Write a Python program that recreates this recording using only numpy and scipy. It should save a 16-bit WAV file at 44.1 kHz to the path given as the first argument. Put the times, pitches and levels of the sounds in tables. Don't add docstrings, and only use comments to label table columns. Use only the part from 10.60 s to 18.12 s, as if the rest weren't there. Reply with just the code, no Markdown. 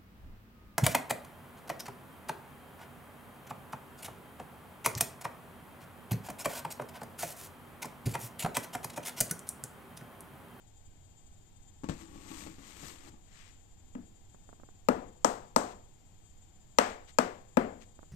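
import sys
import numpy as np
from scipy import signal
from scipy.fft import rfft, irfft, next_fast_len
from scipy.io import wavfile
from scipy.ndimage import uniform_filter1d

SR = 44100
rng = np.random.default_rng(int(sys.argv[2]) if len(sys.argv) > 2 else 0)


def unload_audio(sound):
    columns = np.transpose(np.atleast_2d(sound))
    steps = np.round(np.clip(columns, -1, 1) * 32767)
    wavfile.write(sys.argv[1], SR, steps.astype(np.int16))


N = 331632
RING_SAMPLES = 32768
TIME_S, AGE_S = np.arange(N) / SR, np.arange(RING_SAMPLES) / SR


# start_s, level_db, tilt (0 flat face, 1 rim), clack_db, right_db
BLOWS = [(3.3514, -29.5, 0.21, 0.5, 4), (3.3803, -43, 0.22, 0, -1), (4.2862, 1, 0.21, -4.5, 0.5),
         (4.646, -1.4, 1, -1, 1.5), (4.9618, -1.8, 1, -2.5, 4.5), (6.1855, 1, 0.82, 7, 5),
         (6.5857, .5, 0.63, 2, 2), (6.9707, 1.5, 0.021, -2.5, 1)]
# pitch_hz, level_db, ring_s (time to fade by 60 dB)
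TILE_NOTES = [(264.8, 0, 0.032), (351, -5.5, 0.021), (533.6, -9, 0.015), (646, -6.5, 0.018),
              (910, -11.5, 0.015), (1083, -6, 0.016), (1214, -10, 0.016), (1706, -15.5, 0.023),
              (2570, -17.5, 0.012), (2570, -21.5, 0.014), (3570, -33, 0.0059), (5280, -18, 0.0066),
              (7180, -13, 0.0077)]
# pitch_hz, level_db
CRACK_TONE = [(800, -58), (2000, -46.5), (3800, -51), (5500, -50), (7000, -47), (8300, -48), (9700, -106),
              (12000, -57), (15000, -79.5)]
# pitch_hz, level_db, ring_s
ROOM_ECHO = [(82, -68.5, 1), (133.7, -70, 0.58), (194, -51.5, 0.46), (450, -58, 0.39), (860, -60, 0.47),
             (1434, -56.5, 0.37), (2056, -61.5, 0.45), (3730, -72, 0.45), (5670, -72, 0.38),
             (8220, -69, 0.34), (9570, -77.5, 0.11), (14000, -87.5, 0.37)]
# pitch_hz, level_db, ring_s
ROOM_NOTES = [(253.6, -28.5, 0.28), (375, -45, 0.58), (440.5, -39.5, 0.44), (498, -47.5, 0.65),
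              (570, -54.5, 0.45), (719, -38.5, 0.46), (825, -47, 0.53)]
# pitch_hz, flat_face_db, rim_db
CONTACT_TONE = [(260, 0.1, -5), (550, 6, 6.5), (1000, -3.9, 4.5), (2200, -7.5, -8), (7500, -19, 2),
                (11100, -13.5, 0.5)]
def knocks(crack_s=0.012, press_s=0.00266, thud_hz=260, clack_hz=2200):
    out = np.zeros((2, N))
    pitch_hz, flat_db, rim_db = np.transpose(CONTACT_TONE)
    thud_band = np.maximum(1 - np.abs(np.log2(pitch_hz / thud_hz)), 0)
    clack_band = np.maximum(1 - np.abs(np.log2(pitch_hz / clack_hz)), 0)
    for start_s, level_db, tilt, clack_db, right_db in BLOWS:
        crack = shape(stereo_noise(RING_SAMPLES, alike_hz=900)[0] * fade(crack_s), CRACK_TONE)
        landing = ring(TILE_NOTES, swell_s=0.0065, detune=0.0023) + crack
        delayed = np.interp(AGE_S - press_s, AGE_S, landing, left=0)
        release = shape(delayed, [(1500, -1), (4000, -11.5)])
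        direct = shape(landing - release, [(110, -12), (200, 0)])
        shaded = shape(direct, [(260, 0.059), (1000, -4)])
        room = dying_noise(ROOM_ECHO, build_s=0.001) + ring(ROOM_NOTES, swell_s=0.0089, detune=0.0022)
        thud_db = -(0.59 * level_db + 0.45 * clack_db)
        tone_db = flat_db + tilt * (rim_db - flat_db) + clack_db * clack_band + thud_db * thud_band
        blow = shape(np.array([direct, shaded]) + room, np.transpose([pitch_hz, tone_db]))
        add(out, start_s, blow * gain([[level_db], [level_db + right_db]]))
    return out


# start_s, level_db, slap_db
BOX_HITS = [(1.235, -27.5, -15), (1.2884, -37, 5), (1.551, -39.5, -15.5), (1.707, -35, -23),
            (1.864, -35, -10), (1.984, -47.5, -5), (2.229, -50.5, 3.5), (2.467, -57, 4.5),
            (2.532, -44, -28)]
# pitch_hz, level_db, ring_s
BOX_NOTES = [(80, -12.5, 0.2), (127, -29, 0.11), (211, -7.5, 0.074), (281.2, -4.5, 0.095),
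             (327.4, -9.5, 0.19), (510, -18, 0.066), (845, -7.5, 0.03), (1113, -19.5, 0.24)]
# pitch_hz, level_db, ring_s
SLAP_NOISE = [(204, -22, 0.28), (1010, -38, 0.22), (2500, -42, 0.22), (5000, -48, 0.21),
              (8200, -45.5, 0.22), (9700, -66, 0.17), (14000, -62, 0.13)]
def box_bumps(edge_db=-3, face_delay_s=0.0072, cardboard_db=-5.5, tick_db=12, tick_s=0.0099):
    out = np.zeros((2, N))
    for start_s, level_db, slap_db in BOX_HITS:
        for delay_s, touch_db in ((0, edge_db), (face_delay_s, 0)):
            slap = dying_noise(SLAP_NOISE, build_s=0.00028) * (1 + gain(tick_db) * fade(tick_s))
            boom = ring(BOX_NOTES, swell_s=0.002, detune=0.0336)
            bump = boom + gain(slap_db + cardboard_db) * slap
            add(out, start_s + delay_s, gain(level_db + touch_db) * bump)
    return out


# pitch_hz, level_db
RUB_TONE = [(150, -6.5), (450, -2.5), (750, -5), (1200, 1), (1500, -3.5), (2000, -1), (3500, -3.5),
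            (5500, -7.5), (7300, -3.5), (8400, -4.5), (9600, -24.5), (12000, -17), (14500, -22.5)]
def rubbing(spread_db):
    slip_db = spread_db * np.repeat(rng.standard_normal(N // 64 + 1), 64)[:N]
    return normalize(shape(stereo_noise(N, alike_hz=900) * gain(slip_db), RUB_TONE))


# time_s, level_db
DRAG_SPEED = [(1.34, -61), (1.356, -64.5), (1.414, -57.5), (1.462, -67), (1.652, -60.5), (1.692, -55),
              (1.814, -52.5), (1.974, -66), (2.074, -57), (2.134, -59), (2.284, -51), (2.382, -63),
              (2.492, -59.5), (2.504, -71), (2.56, -76)]
def box_drag(brisk_db=-53, fade_s=0.041, lift_at_s=1.9, lift_takes_s=0.052, lift_db=-7):
    time_s, level_db = np.transpose(DRAG_SPEED)
    speed_db = np.interp(TIME_S, time_s, level_db) - brisk_db
    touching = np.clip(np.minimum(TIME_S - time_s[0], time_s[-1] - TIME_S) / fade_s + 1, 0, 1)
    weight_db = lift_db * np.clip((TIME_S - lift_at_s) / lift_takes_s + 0.5, 0, 1)
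    rasp = normalize(shape(rubbing(spread_db=3.5), [(4500, -17), (7000, -20.5)]))
    hiss = normalize(shape(rubbing(spread_db=2), [(4000, -21.5), (6500, -16), (12000, -13)]))
    drone = normalize(signal.fftconvolve(rng.standard_normal(N), ring(BOX_NOTES))[:N])
    return touching * (gain(-50 + 0.85 * speed_db) * rasp
                       + gain(-47 + 1.27 * speed_db) * hiss
                       + gain(-49 + 0.18 * speed_db + weight_db) * drone)


# peak_s, width_s, level_db
SOFT_SWISHES = [(2.82, 0.12, -59), (5.061, 0.033, -59), (5.115, 0.02, -58), (6.285, 0.05, -53),
                (6.496, 0.021, -57), (7.226, 0.019, -58)]
def swishes():
    slide = shape(rubbing(spread_db=2), [(700, -4.5), (1800, 6.5), (8000, 3.5), (11000, 0.5)])
    return slide * sum(gain(level_db) * np.exp(-((TIME_S - peak_s) / width_s) ** 2)
                       for peak_s, width_s, level_db in SOFT_SWISHES)


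# start_s, level_db
FINGER_SLIPS = [(3.746, -53), (3.891, -48.5), (3.929, -48.5), (3.999, -52.5), (4.0341, -47.5),
                (4.0885, -51.5), (7.391, -47.5), (7.4302, -48.5)]
# pitch_hz, level_db, ring_s
SKIN_NOTES = [(298, 5.5, 0.0073), (716, 10.5, 0.0047), (1200, 7, 0.0041)]
def finger_creaks(typical_gap_s=0.00505, stutter_db=-7.5):
    out = np.zeros(N)
    gaps_s = typical_gap_s * (rng.random(len(FINGER_SLIPS)) + 0.5)
    for (start_s, level_db), gap_s in zip(FINGER_SLIPS, gaps_s):
        add(out, start_s, gain(level_db) * ring(SKIN_NOTES, detune=0.061))
        add(out, start_s + gap_s, gain(level_db + stutter_db) * ring(SKIN_NOTES, detune=0.08))
    return shape(out, [(800, 2.5), (1500, 0), (3000, -11), (6000, -30)])


# pitch_hz, level_db
FINGER_TONE = [(90, -7), (260, -6.5), (550, -10.5), (1000, -13), (2000, -16.5), (4000, -19), (7500, -40),
               (12000, -22.5)]
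def through_finger(sound):
    return shape(sound, FINGER_TONE)


# pitch_hz, level_db (before the boost)
WHINE_TONES = [(3198, -85.5), (3601, -86.5), (4748, -89.5), (6196, -92), (6395, -91.5), (6600, -80.5),
               (6799, -92), (6998, -88.5), (7197, -70), (7795, -82), (8199, -86)]
def electrical_whine(boost_db=5, waver_hz=9, flutter_db=2.73):
    waver, flutter = (normalize(uniform_filter1d(uniform_filter1d(noise, size=700), size=700))
                      for noise in rng.standard_normal((2, N)))
    loudest_hz = max(WHINE_TONES, key=lambda tone: tone[1])[0]
    clock_s = TIME_S + np.cumsum(waver) * waver_hz / loudest_hz / SR
    tones = sum(gain(db) * np.sin(2 * np.pi * hz * clock_s) for hz, db in WHINE_TONES)
    return np.sqrt(2) * gain(boost_db + flutter_db * flutter) * tones


# pitch_hz, level_db
LEFT_HUSH = [(25, -80), (55, -80.5), (95, -79.5), (140, -86), (300, -92), (560, -101), (780, -93.5),
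             (1200, -107), (3400, -107), (5500, -111), (7300, -105), (8300, -112), (9600, -124),
             (14000, -118)]
RIGHT_HUSH = [(25, -72), (55, -87), (95, -79), (140, -89.5), (300, -99), (780, -107), (1200, -112),
              (3000, -114), (5000, -119), (8500, -128), (14000, -117)]
def hush():
    left, right = stereo_noise(N, alike_hz=235)
    return shape(left, LEFT_HUSH), shape(right, RIGHT_HUSH)


def gain(db):
    return 10 ** (np.asarray(db) / 20)


def normalize(sound):
    return sound / np.sqrt(np.mean(sound ** 2))


def fade(ring_s):
    return np.exp(-np.log(1000) * AGE_S / max(ring_s, 1e-4))


def add(out, start_s, sound):
    first = int(round(start_s * SR))
    out[..., first:first + sound.shape[-1]] += sound[..., :N - first]


def pitch_curve(n, pitch_hz, values):
    return np.interp(np.log(np.arange(n // 2 + 1) * SR / n + 0.0017), np.log(pitch_hz), values)


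def shape(sound, tone):
    n = 2 * next_fast_len(sound.shape[-1] // 2 + 1024)
    cepstrum = irfft(np.log(gain(pitch_curve(n, *np.transpose(tone)))))
    cepstrum[1:n // 2] *= 2
    cepstrum[n // 2 + 1:] = 0
    return irfft(rfft(sound, n) * np.exp(rfft(cepstrum)))[..., :sound.shape[-1]]


def stereo_noise(n, alike_hz):
    left, other = rfft(rng.standard_normal((2, n)))
    alike = 1 / (1 + (np.arange(len(left)) * SR / n / alike_hz) ** 2)
    right = alike * left + np.sqrt(1 - alike ** 2) * other
    return irfft([left, right], n) * np.sqrt(SR / 2)


def ring(notes, swell_s=0., detune=0.):
    out = 0
    for pitch_hz, level_db, ring_s in notes:
        rise_s = swell_s * (notes[0][0] / pitch_hz) ** 2 + 1e-6
        swell = (1 - np.exp(-AGE_S / rise_s)) ** 2
        detuned_hz = pitch_hz * (1 + detune * rng.standard_normal())
        out = out + gain(level_db) * swell * fade(ring_s) * np.sin(2 * np.pi * detuned_hz * AGE_S)
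    return out


def dying_noise(bands, build_s):
    n = RING_SAMPLES
    pitch_hz, level_db, ring_s = np.transpose(bands)
    spectrum = rfft(stereo_noise(n, alike_hz=920)) * gain(pitch_curve(n, pitch_hz, level_db))
    parts = (irfft(spectrum * pitch_curve(n, pitch_hz, band)) * fade(band_s)
             for band, band_s in zip(np.eye(len(pitch_hz)), ring_s))
    return sum(parts) * (1 - np.exp(-AGE_S / build_s))


def scene(right_lag_samples=11):
    left, right = knocks() + box_bumps() + box_drag() + swishes()
    left_hush, right_hush = hush()
    left = left + left_hush + electrical_whine()
    right = through_finger(right) + right_hush + finger_creaks()
    return np.array([left, np.roll(right, right_lag_samples)])


def record(dry, ceiling=0.9, top_hz=14500):
    rounded = dry / (1 + (dry / ceiling) ** 4) ** 0.25
    return signal.sosfilt(signal.ellip(8, 0.2, 70, top_hz, fs=SR, output="sos"), rounded)


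dry = scene()
out = record(dry)
unload_audio(out)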